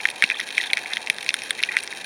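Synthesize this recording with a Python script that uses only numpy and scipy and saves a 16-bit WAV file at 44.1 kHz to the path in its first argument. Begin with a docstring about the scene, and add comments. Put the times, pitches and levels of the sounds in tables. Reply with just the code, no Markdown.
"""A coral reef, heard under water through a camera's watertight housing.
Water washes steadily in the background. Small bubbles ping, and short gritty crunches,
probably feeding fish, come and go. Shrimp snap far and near: each snap makes the housing
ring for a millisecond or two and echoes off the coral. The hardest also give it a dull thump."""
import sys
import numpy as np
from scipy import signal
from scipy.fft import rfft, irfft
from scipy.io import wavfile
from scipy.ndimage import uniform_filter1d, minimum_filter1d

SR = 44100
rng = np.random.default_rng(int(sys.argv[2]) if len(sys.argv) > 2 else 0)


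def materialize(psi):
    """Save the field psi as 16-bit PCM at rate SR to the path in sys.argv[1].

    A 1-D psi becomes a single channel; in a 2-D psi each row is a channel.
    """
    bounded = np.clip(np.atleast_2d(psi).T, -1, 1)
    quanta = np.round(bounded * 32767).astype(np.int16)
    wavfile.write(sys.argv[1], SR, quanta)


N = 90404
TIME_S = np.arange(N) / SR
OPPOSITE_EARS = [[1], [-1]]   # adds a sound on the left, subtracts it on the right
CORAL_FADE_S, BLUR_FADE_S = 0.028, 0.0071   # time for echoes to fade by 60 dB
CORAL_ECHO_DB = -10.5


def from_db(db):
    """Turn decibels into a number to multiply by."""
    return 10 ** (np.asarray(db) / 20)


def rms_one(x):
    """Scale a sound to an average (RMS) level of 1."""
    return x / np.sqrt(np.mean(x ** 2) + 1e-20)


def add(out, start_s, sound):
    """Mix a sound in at its start time."""
    i = max(0, int(start_s * SR))
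    out[i:i + len(sound)] += sound[:max(0, N - i)]


def ring(pitch_hz, rise_s):
    """A tone that swells to height 1 in its rise time, then dies away."""
    t = np.arange(int(10 * rise_s * SR)) / SR
    swell = (t / rise_s * np.exp(1 - t / rise_s)) ** 3.5   # a higher power makes it briefer
    return swell * np.sin(2 * np.pi * pitch_hz * t)


def echoes(sound, fade_s):
    """The coral throws a sound back as a ragged cloud of quickly fading echoes."""
    t = np.arange(SR // 20) / SR
    cloud = rng.standard_normal(len(t)) * rng.exponential(1, len(t))
    cloud *= from_db(-60 * t / fade_s) * (t > 0.0008)   # the first echo takes 0.8 ms
    cloud /= np.sqrt(np.sum(cloud ** 2))
    return signal.fftconvolve(sound, cloud)[:len(sound)]


def shaped_noise(tone):
    """Noise at level 1, with its balance of low and high pitches set by a table."""
    pitch_hz, level_db = np.transpose(tone)
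    all_hz = np.maximum(np.arange(N // 2 + 1) * SR / N, 1)
    gain = from_db(np.interp(np.log(all_hz), np.log(pitch_hz), level_db))
    return rms_one(irfft(rfft(rng.standard_normal(N)) * gain, N))


# The tone of the wash, and of the part that differs between the ears: pitch_hz, relative_db
WASH_TONE = [(25, -23), (55, -14), (110, -11), (220, -2), (450, 2), (650, -1), (800, -5.5), (1050, -2.5),
             (1300, -8.5), (1750, 1.5), (2400, 2), (3500, -8), (6500, -16.5), (11000, -17), (12000, -41),
             (16000, -29)]
WASH_SIDE_TONE = [(25, -2), (400, 3.5), (3500, -6.5), (16000, -9)]
# How a low murmur in the wash swells and sinks: time_s, relative_db
MURMUR_SWELL = [(0, -44.5), (.45, -52), (.7, -46), (1.04, -46), (1.15, -52), (2.05, -51.5)]

def water_wash():
    """Steady water noise with a low murmur, almost the same in both ears."""
    murmur_band = signal.butter(2, [691, 941], "band", fs=SR, output="sos")   # edges in Hz
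    murmur = rms_one(signal.sosfilt(murmur_band, rng.standard_normal(N)))
    murmur *= from_db(1.5 + np.interp(TIME_S, *np.transpose(MURMUR_SWELL)))
    wash = from_db(-41.5) * shaped_noise(WASH_TONE)
    side = from_db(-70) * shaped_noise(WASH_SIDE_TONE)
    return wash + murmur + side * OPPOSITE_EARS


# The rings that make up one faraway snap: pitch_hz, rise_s, relative_db
FAR_SNAP_RINGS = [(1776, .0012, -3), (2300, 0.00078, 0), (3390, 0.00046, 1.5), (5860, 0.00022, -6.5),
                  (9780, 0.00033, -7.5), (14100, 0.00033, -22.5)]
# How the faraway crackle grows louder and softer: time_s, relative_db
FAR_SWELL = [(0, 3.5), (.4, -1), (.52, 4), (.66, 2), (.85, 0), (1.3, 0.5), (1.6, -0.5), (2.05, 3.5)]

def far_shrimp(snaps_per_s=750, snaps_per_burst=3, burst_s=0.007):
    """Little bursts of small snaps, no two alike, blurred on their way across the reef."""
    out = np.zeros(N)
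    pitch_hz, rise_s, ring_db = np.transpose(FAR_SNAP_RINGS)
    dice = rng.random((int(snaps_per_s * N / SR), 3 + 2 * len(pitch_hz)))   # one row a snap
    burst_starts_s = dice[:, 0] * N / SR
    for k, (lag, size, *ring_dice) in enumerate(dice[:, 1:]):
        start_s = burst_starts_s[k // snaps_per_burst] + lag * burst_s
        pitch_shift, level_shift = np.reshape(ring_dice, (2, -1)) * 2 - 1   # each from -1 to 1
        size_db = 4.5 * min(-np.log(1 - size), 3.2)   # many weak snaps, a few strong ones
        pitches_hz = pitch_hz * (1 + 0.14 * pitch_shift)
        levels_db = size_db + ring_db + 5 * level_shift
        for hz, rise, db in zip(pitches_hz, rise_s, levels_db):
            add(out, start_s, from_db(db) * ring(hz, rise))
    crackle = rms_one(out + from_db(12) * echoes(out, BLUR_FADE_S))
    level_db = -37 + np.interp(TIME_S, *np.transpose(FAR_SWELL))
    return from_db(level_db) * crackle


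# Small bubbles, and thumps on the housing from the hardest snaps: start_s, pitch_hz, level_db, rise_s
BUBBLE_PINGS = [(0.2346, 1750, -9.5, 0.0013), (0.3158, 1810, -17.5, 0.0018), (0.3153, 2480, -13.5, 0.0027),
                (0.3368, 1795, -24, 0.0063), (.3442, 3360, -19.5, 0.001), (.349, 1207, -33.5, 0.0048),
                (0.37, 3430, -21.5, 0.0014), (.396, 1930, -14, 0.0014), (0.5999, 1920, -16, 0.0027),
                (0.6716, 3500, -22.5, 0.0016), (1.687, 1920, -18.5, 0.0036), (1.6867, 2420, -20, 0.0045),
                (1.737, 884, -33.5, 0.0082)]
HOUSING_THUMPS = [(.2385, 229, -30, 0.0047), (.2388, 620, -23.5, 0.0011), (1.096, 149, -38, 0.0046),
                  (1.0993, 190, -36, 0.00078)]

def bubbles_and_thumps():
    """A bubble pings or the housing thumps: each is a single ring, roughened by echoes."""
    out = np.zeros(N)
    for start_s, pitch_hz, level_db, rise_s in [*BUBBLE_PINGS, *HOUSING_THUMPS]:
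        add(out, start_s, from_db(level_db) * ring(pitch_hz, rise_s))
    return out + from_db(CORAL_ECHO_DB) * echoes(out, CORAL_FADE_S)


# Gritty crunches, with levels before the bass cut: start_s, length_s, pitch_hz, level_db
GRITTY_CRUNCHES = [(.001, 0.0039, 2420, -25), (0.223, 0.012, 1900, -30), (0.355, .0088, 2600, -31),
                   (0.414, .021, 2030, -41), (0.571, 0.021, 2560, -24.5), (0.629, .035, 2060, -34),
                   (0.633, 0.031, 3600, -34), (0.695, 0.019, 2400, -30), (0.762, 0.04, 2170, -31),
                   (0.894, 0.044, 2020, -31.5), (1.583, 0.027, 2350, -28.5), (1.709, 0.015, 1900, -28),
                   (1.732, 0.029, 2000, -30)]

def crunches(cracks_per_s=1700, die_away_s=0.0011):
    """Each crunch is a quick run of tiny cracks, and every crack rings briefly."""
    out = np.zeros(N)
    t = np.arange(SR // 10) / SR
    for start_s, length_s, pitch_hz, level_db in GRITTY_CRUNCHES:
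        cracks = (rng.random(len(t)) < cracks_per_s / SR) * rng.standard_normal(len(t))
        cracks *= np.exp(-np.maximum(t - length_s, 0) / die_away_s)
        crunch = np.convolve(cracks, ring(pitch_hz, rise_s=0.00065))
        crunch *= np.sqrt(length_s * SR / (np.sum(crunch ** 2) + 1e-12))   # level 1 over its length
        add(out, start_s, from_db(level_db) * crunch)
    return out + 0


# Nearby snaps and their rings from low to high, with levels before the bass cut:
# start_s, low_hz, low_db, upper_hz, upper_db, edge_db, tick_hz, tick_db
NEAR_SNAPS = [(0.0541, 1946, 2.5, 3180, -10, -29, 8300, -29),
              (0.0872, 2370, -11, 3570, -19.5, -33, 8500, -48),
              (0.1015, 1940, -23, 3550, -22.5, -28, 9360, -20),
              (0.2231, 1990, 6.5, 3390, -4, -16, 9200, -12.5),
              (0.2388, 2390, 5, 4000, -5, -15, 8600, -18.0),
              (0.2903, 1870, -23, 3720, -22.5, -28, 8930, -37),
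              (0.3004, 2260, -3.5, 3450, -14, -26, 8250, -34),
              (0.3112, 1980, -12, 3620, -21, -28, 8770, -45),
              (0.4007, 1840, -14.5, 3420, -13.5, -18.5, 10030, -20),
              (0.411, 2180, -15.5, 3560, -20.5, -32, 10000, -40),
              (0.4884, 2180, -19, 3600, -28, -31, 9900, -27.0),
              (0.5054, 1960, -26, 3230, -19, -32, 8500, -44),
              (0.5518, 1960, -26.5, 3600, -20.5, -41, 8800, -27),
              (0.58, 2240, 0.5, 3460, -13.0, -19, 8470, -20.5),
              (0.6131, 2230, -16.5, 3580, -13.5, -25.0, 9600, -44),
              (0.6381, 1940, -17.5, 3320, -15, -31, 10120, -32),
              (0.7012, 2250, -18, 3380, -17, -39, 10240, -48),
              (0.7325, 2240, 0, 3810, -2.5, -17, 9630, -12.5),
              (0.7715, 2130, -5.5, 3550, -17, -18.5, 8800, -24),
              (0.859, 2190, -14.5, 3500, -28.0, -45.0, 8990, -45.0),
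              (0.9347, 1960, -19, 3600, -9, -19, 9600, -24),
              (0.9695, 1990, -9, 3190, -9, -25, 10000, -27.5),
              (1.0723, 2400, -10.5, 3700, -23, -28, 8450, -34.0),
              (1.0995, 2310, 0.5, 3590, -6.5, -13, 9750, -10),
              (1.184, 1900, -17, 3640, -19, -27, 9600, -29.5),
              (1.2281, 2100, -18.5, 3360, -22, -28, 8900, -28.5),
              (1.263, 2300, -15, 3970, -23, -36, 8350, -28),
              (1.2906, 2510, -1.5, 4040, -8.5, -11.0, 8820, -21),
              (1.3051, 2260, -14.5, 3340, -16, -35.0, 8500, -40.5),
              (1.3413, 1810, -7, 3390, -8.5, -15, 9680, -10.5),
              (1.4194, 2310, -16, 3730, -27, -23, 8900, -29.5),
              (1.4358, 2000, -26, 3440, -45, -25, 9800, -22),
              (1.5071, 1850, -7, 3490, -6.5, -30, 8950, -10.0),
              (1.628, 1860, -13, 3940, -14, -25, 10240, -20.5),
              (1.6354, 2570, 0, 3730, -7.5, -15, 9200, -21.5),
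              (1.7679, 2070, 1.5, 3570, -15, -21, 8900, -19),
              (1.7873, 2720, -16.5, 4400, -18, -27, 8400, -33),
              (1.8356, 2200, -20, 4800, -30, -29, 8830, -17),
              (1.8758, 2080, -19.5, 3520, -21, -20, 8500, -34),
              (1.9261, 2070, -14.5, 2980, -29, -34, 8500, -42)]

def near_shrimp(edge_hz=5500, top_hz=14000):
    """Each snap sets off five brief rings in the housing and has its own echoes off the coral."""
    out = np.zeros(N)
    for start_s, low_hz, low_db, upper_hz, upper_db, edge_db, tick_hz, tick_db in NEAR_SNAPS:
        snap = np.zeros(SR // 16)
        add(snap, 0, from_db(low_db) * ring(low_hz, rise_s=0.00081))
        add(snap, 0, from_db(upper_db) * ring(upper_hz, rise_s=0.0007))
        add(snap, 0, from_db(edge_db) * ring(edge_hz, rise_s=0.0005))
        add(snap, 0, from_db(tick_db) * ring(tick_hz, rise_s=0.00039))
        add(snap, 0, from_db(tick_db - 19.5) * ring(top_hz, rise_s=0.00039))
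        add(out, start_s, snap + from_db(CORAL_ECHO_DB) * echoes(snap, CORAL_FADE_S))
    return out


def scene(bass_cut_hz=1510):
    """Snaps, crunches, pings and thumps over the wash, in stereo."""
    bass_cut = signal.butter(2, bass_cut_hz, "high", fs=SR, output="sos")
    clicks = signal.sosfilt(bass_cut, near_shrimp() + crunches() + far_shrimp())
    treble = np.diff(clicks, prepend=0)
    side = from_db(-35) * echoes(treble, BLUR_FADE_S)   # the treble differs a little between the ears
    return clicks + side * OPPOSITE_EARS + bubbles_and_thumps() + water_wash()


# Narrow bands of pitch that the housing blocks: pitch_hz, width_hz, depth_db
HOUSING_DIPS = [(2907, 323, -60), (7950, 167, -10), (11290, 220, -116)]

def record(dry):
    """The housing blocks some pitches, a limiter turns down loud snaps, and the highest treble is cut."""
    peak_limit, hold_s, treble_cut_hz = 0.94, 0.00047, 16900
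    for pitch_hz, width_hz, depth_db in HOUSING_DIPS:
        notched = signal.lfilter(*signal.iirnotch(pitch_hz, pitch_hz / width_hz, fs=SR), dry)
        dry = notched + from_db(depth_db) * (dry - notched)
    hold = int(hold_s * SR)
    gain = peak_limit / np.maximum(np.abs(dry).max(axis=0), peak_limit)
    gain = uniform_filter1d(minimum_filter1d(gain, size=hold), size=hold)   # hold, then smooth
    treble_cut = signal.cheby2(14, 60, treble_cut_hz, fs=SR, output="sos")
    return signal.sosfilt(treble_cut, dry * gain)


dry = scene()
out = record(dry)
materialize(out)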